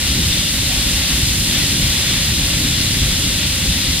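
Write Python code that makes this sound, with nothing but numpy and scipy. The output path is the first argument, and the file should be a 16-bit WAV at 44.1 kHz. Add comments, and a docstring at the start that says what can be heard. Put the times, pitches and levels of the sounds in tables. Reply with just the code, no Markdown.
"""A jet of gas hisses hard and steadily from a broken line burning beside a road, a few metres away.
The hiss swells a little in the moving air. Under it, countless pockets of gas catch fire and make
a deep rumble, which surges when larger balls of gas catch. One bright ping and a few soft puffs
come through. The left and right microphones each colour the hiss differently."""
import sys
import numpy as np
from scipy import signal
from scipy.fft import rfft, irfft
from scipy.io import wavfile
from scipy.ndimage import uniform_filter1d

SR = 44100
rng = np.random.default_rng(int(sys.argv[2]) if len(sys.argv) > 2 else 0)


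def wrap_up_sound(samples):
    """Save the sound to the file named by the first command line argument, as 16-bit audio."""
    columns = np.atleast_2d(samples).T
    # keep every value between -1 and 1, then stretch to whole-number steps
    tamed = np.clip(columns, -1, 1)
    steps = np.round(tamed * 32767).astype(np.int16)
    wavfile.write(sys.argv[1], SR, steps)


N = 176400
T, HZ = np.arange(N) / SR, np.fft.rfftfreq(N, 1 / SR)

# Tone colour of the hiss: pitch_hz, relative_level_db
HISS_COLOUR = [(100, -20), (450, -22), (505, -9.5), (570, -9.5), (650, -16), (830, -15), (1000, -17),
               (1250, -15), (1700, -11), (1950, -6.5), (2200, -6.5), (2700, -3), (3450, -0.74),
               (4200, -2.5), (5100, -3.5), (5600, -5), (6600, -6), (7300, -8), (8300, -11), (10900, -10.5),
               (11600, -12.5), (13000, -15.5), (14900, -19), (15800, -28)]
# Where the low, middle and top parts of the hiss sit: centre_hz
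HISS_PARTS = [1900, 3550, 8300]
# How the moving air swells each part: time_s, low_db, middle_db, top_db
HISS_SWELLS = [(0, 0.5, -.4, -0.3), (.22, -0.5, 0, 0.3), (.35, 0.5, 0.5, 0.2), (.62, -0.8, -1.3, 0.7),
               (.82, 0.9, 0.9, 0.5), (.94, 0.7, -0.5, 1), (1.03, 1.3, .9, 0.5), (1.17, 1.1, .5, 1.7),
               (1.3, -0.5, -0.5, 1), (1.48, -1, -0.8, 1.7), (1.56, 1.5, 2.1, 0.7), (1.66, 2, 0.9, 1.6),
               (1.8, -0.2, 0.8, 0.8), (2.08, 2.6, 0.6, 0.7), (2.35, 0.2, 0.2, .1), (2.6, 0.5, -.5, 0.5),
               (2.8, -0.3, 1, 0), (3.05, 1, -0.6, 0), (3.32, -1.2, -0.2, 0.2), (3.43, 1, 0.2, -0.8),
               (3.57, -1, -1.5, 0), (3.82, 0, 0.5, -.6), (4, -1, -0.3, -0.2)]
# How alike the hiss is in the two microphones: pitch_hz, likeness_0_to_1
MIC_LIKENESS = [(400, 1), (900, .985), (1400, .91), (1900, .83), (2200, .58), (2900, .46), (3500, .69),
                (3950, .6), (4150, .2), (5100, .63), (6700, .65), (7400, .27), (8700, .1), (10000, .42),
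                (11200, .3), (13000, .47), (15500, .18)]
# How much louder the hiss is on the left: pitch_hz, left_minus_right_db
MIC_BALANCE = [(100, 5.5), (1200, -0.3), (2000, 2), (2900, -1.5), (3500, 5), (4050, 8), (4800, 2),
               (5600, 2), (6500, 1.5), (7600, -8), (8500, -9.5), (10000, -7), (11000, -3.5), (13000, -8.6),
               (15500, -7)]
# How far the left wave runs ahead of the right: pitch_hz, lead_radians
MIC_LEAD = [(1600, 0), (2000, -.35), (2400, -.9), (2850, -.5), (3100, 0), (3400, -.25), (3980, -.25),
            (4450, -2.15), (5050, -2.15), (6000, -3.1), (7300, -3.2), (7900, -2.5), (8450, -2.9),
            (8850, -6.8), (10000, -7.5), (10900, -8.2), (11600, -9.4), (13100, -9.5), (15000, -11.1),
            (15800, -11)]
# Tone colour of the flame's rumble: pitch_hz, relative_level_db
FLAME_COLOUR = [(10, -22), (22, -14), (42, -3), (74, -0.5), (115, -5.5), (160, -5.5), (215, -8.5),
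                (290, -11), (325, -16), (400, -21), (460, -33.5), (700, -47), (2000, -73)]
# Slow changes in how strongly the gas burns: time_s, gain_db
FLAME_STRENGTH = [(0, -5.5), (.15, 1), (.35, -.5), (.48, -3), (.6, -0.5), (1.0, .5), (1.9, 0), (2.2, -1.5),
                  (2.4, 1), (2.9, 0.5), (3.3, -.5), (3.6, -1), (4, -0.5)]
# Surges of the flame: peak_s, length_s, boost_db
FLAME_SURGES = [(0.114, 0.071, 6.5), (0.284, 0.055, 8.5), (1.263, .07, 3), (1.507, .05, 4), (1.856, .06, 4),
                (2.29, 0.034, 8), (2.57, 0.081, 3), (3.03, 0.056, 9.5), (3.122, 0.05, 6), (3.48, 0.031, 4),
                (3.7, 0.045, 7), (3.894, .03, 4.5)]
# One short, bright ping: peak_s, length_s, pitch_hz, level_db
BRIGHT_PING = (.3285, .0065, 3605, -14.5)
# Soft puffs in the low hiss: peak_s, length_s, pitch_hz, level_db
SOFT_PUFFS = [(.37, .06, 650, -38), (0.707, 0.04, 640, -35), (.745, .045, 790, -38),
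              (3.395, 0.031, 585, -36)]


def gain(db):
    """Turns decibels into a number to multiply a sound by."""
    return 10 ** (np.asarray(db) / 20)


def normalise(x):
    """Scales a signal to an average power of one."""
    return x / np.sqrt(np.mean(x ** 2) + 1e-20)


def curve(points):
    """Joins a table's points into one value for every frequency, on a musical (log) scale."""
    pitch_hz, value = np.transpose(points)
    return np.interp(np.log(HZ + 1), np.log(pitch_hz + 1), value)


def noise_spectrum():
    """Fresh white noise, split into its frequencies."""
    return rfft(rng.standard_normal(N))


def wobble(rate_hz):
    """A slow random wavering, up to about the given rate."""
    return normalise(irfft(noise_spectrum() * (HZ > 1.5) / (1 + (HZ / rate_hz) ** 4), N))


def bump(peak_s, length_s):
    """A smooth rise and fall that stays above half height for length_s."""
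    return np.exp(-np.log(2) * (2 * (T - peak_s) / length_s) ** 2)


def echoes(count=14, longest_s=.012, total_db=-17):
    """Weak, quick echoes from road, trunk and bank lift some frequencies and lower others."""
    delays_s = rng.uniform(.1, 1, count) * longest_s
    signs = rng.choice([-1, 1], count)
    delayed = np.exp(-2j * np.pi * delays_s[:, None] * HZ)
    return 1 + gain(total_db) / np.sqrt(count) * (signs @ delayed)


def microphone_noise():
    """The spectra at two microphones: partly the same noise, but unequal in level and timing."""
    likeness = np.clip(curve(MIC_LIKENESS), 0, 1)
    left = noise_spectrum() * echoes()
    right = likeness * left + np.sqrt(1 - likeness ** 2) * noise_spectrum() * echoes()
    tilt = gain(curve(MIC_BALANCE) / 2)
    lag = np.exp(-1j * curve(MIC_LEAD))
    return np.array([left * tilt, right / tilt * lag])


def gas_jet(level_db=-17.5, flutter_db=(0.54, 0.5, 0.3)):
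    """Gas tears out of the pipe: a broad hiss whose low, middle and top parts swell and flutter."""
    spectra = microphone_noise() * gain(curve(HISS_COLOUR))
    times_s, *swells_db = np.transpose(HISS_SWELLS)
    hiss = 0
    for chosen, swell_db, depth_db in zip(np.eye(len(HISS_PARTS)), swells_db, flutter_db):
        band = curve(list(zip(HISS_PARTS, chosen)))  # 1 at this part's centre, 0 at the others
        change_db = np.interp(T, times_s, swell_db) + depth_db * wobble(rate_hz=11)
        hiss = hiss + irfft(spectra * band, N) * gain(change_db)
    return gain(level_db) * normalise(hiss)


def even_supply(rumble, window_s=0.13):
    """The even flow of gas holds the flame's power steady, so slow drifts are smoothed away."""
    power = uniform_filter1d(rumble ** 2, int(window_s * SR), mode="wrap")
    smooth_power = uniform_filter1d(power, int(window_s * SR / 2), mode="wrap")
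    return normalise(rumble / np.sqrt(smooth_power))


def flame(base_db=-22, pockets_per_s=1400, flicker_db=1, spread_db=-28):
    """Pockets of gas catch fire, each giving the air a push; together they make a flickering rumble."""
    level_db = base_db + np.interp(T, *np.transpose(FLAME_STRENGTH)) + flicker_db * wobble(rate_hz=9)
    pushes = 1. * (rng.random(N) < pockets_per_s / SR)
    colour = gain(curve(FLAME_COLOUR))
    rumble = irfft(rfft(pushes - pushes.mean()) * colour, N)
    rumble = even_supply(rumble) * gain(level_db)
    # A small share of the rumble differs between left and right.
    spread = normalise(irfft(noise_spectrum() * colour, N)) * gain(level_db + spread_db)
    return rumble + surges(rumble) + np.array([spread, -spread])


def surges(rumble, top_hz=148):
    """Larger balls of gas catch fire and briefly lift the deepest part of the rumble."""
    deep = irfft(rfft(rumble) / (1 + (HZ / top_hz) ** 4), N)
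    boost_db = sum(db * bump(peak_s, length_s) for peak_s, length_s, db in FLAME_SURGES)
    return deep * (gain(boost_db) - 1)  # only the extra sound


def narrow_noise(pitch_hz, width_hz):
    """Noise gathered around one pitch."""
    band = np.exp(-((HZ - pitch_hz) / width_hz) ** 2 / 2)
    return normalise(irfft(noise_spectrum() * band, N))


def ping(tail_db=-31.5, tail_s=.24):
    """A few milliseconds of clear tone, then a faint, fuzzy ring."""
    peak_s, length_s, pitch_hz, level_db = BRIGHT_PING
    tone = gain(level_db) * bump(peak_s, length_s) * np.sin(2 * np.pi * pitch_hz * T)
    fade = (T > peak_s) * np.exp(-((T - peak_s) / tail_s) ** 4)
    return tone + gain(tail_db) * fade * narrow_noise(pitch_hz=3570, width_hz=45)


def puffs():
    """Short, soft swells of low hiss."""
    return sum(gain(level_db) * bump(peak_s, length_s) * narrow_noise(pitch_hz, width_hz=120)
               for peak_s, length_s, pitch_hz, level_db in SOFT_PUFFS)


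def lean_left(sound, by_db):
    """Makes a sound louder on the left than on the right."""
    return sound * gain([[by_db / 2], [-by_db / 2]])


def scene():
    """The jet and the flame sound throughout, joined by a few puffs and one ping."""
    return gas_jet() + lean_left(flame(), by_db=.5) + puffs() + lean_left(ping(), by_db=4.5)


def record(dry):
    """Cuts off the very highest treble sharply."""
    treble_cut = signal.firwin(1023, cutoff=15800, window=("kaiser", 9), fs=SR)
    return signal.oaconvolve(dry, treble_cut[None], "same")


dry = scene()
out = record(dry)
wrap_up_sound(out)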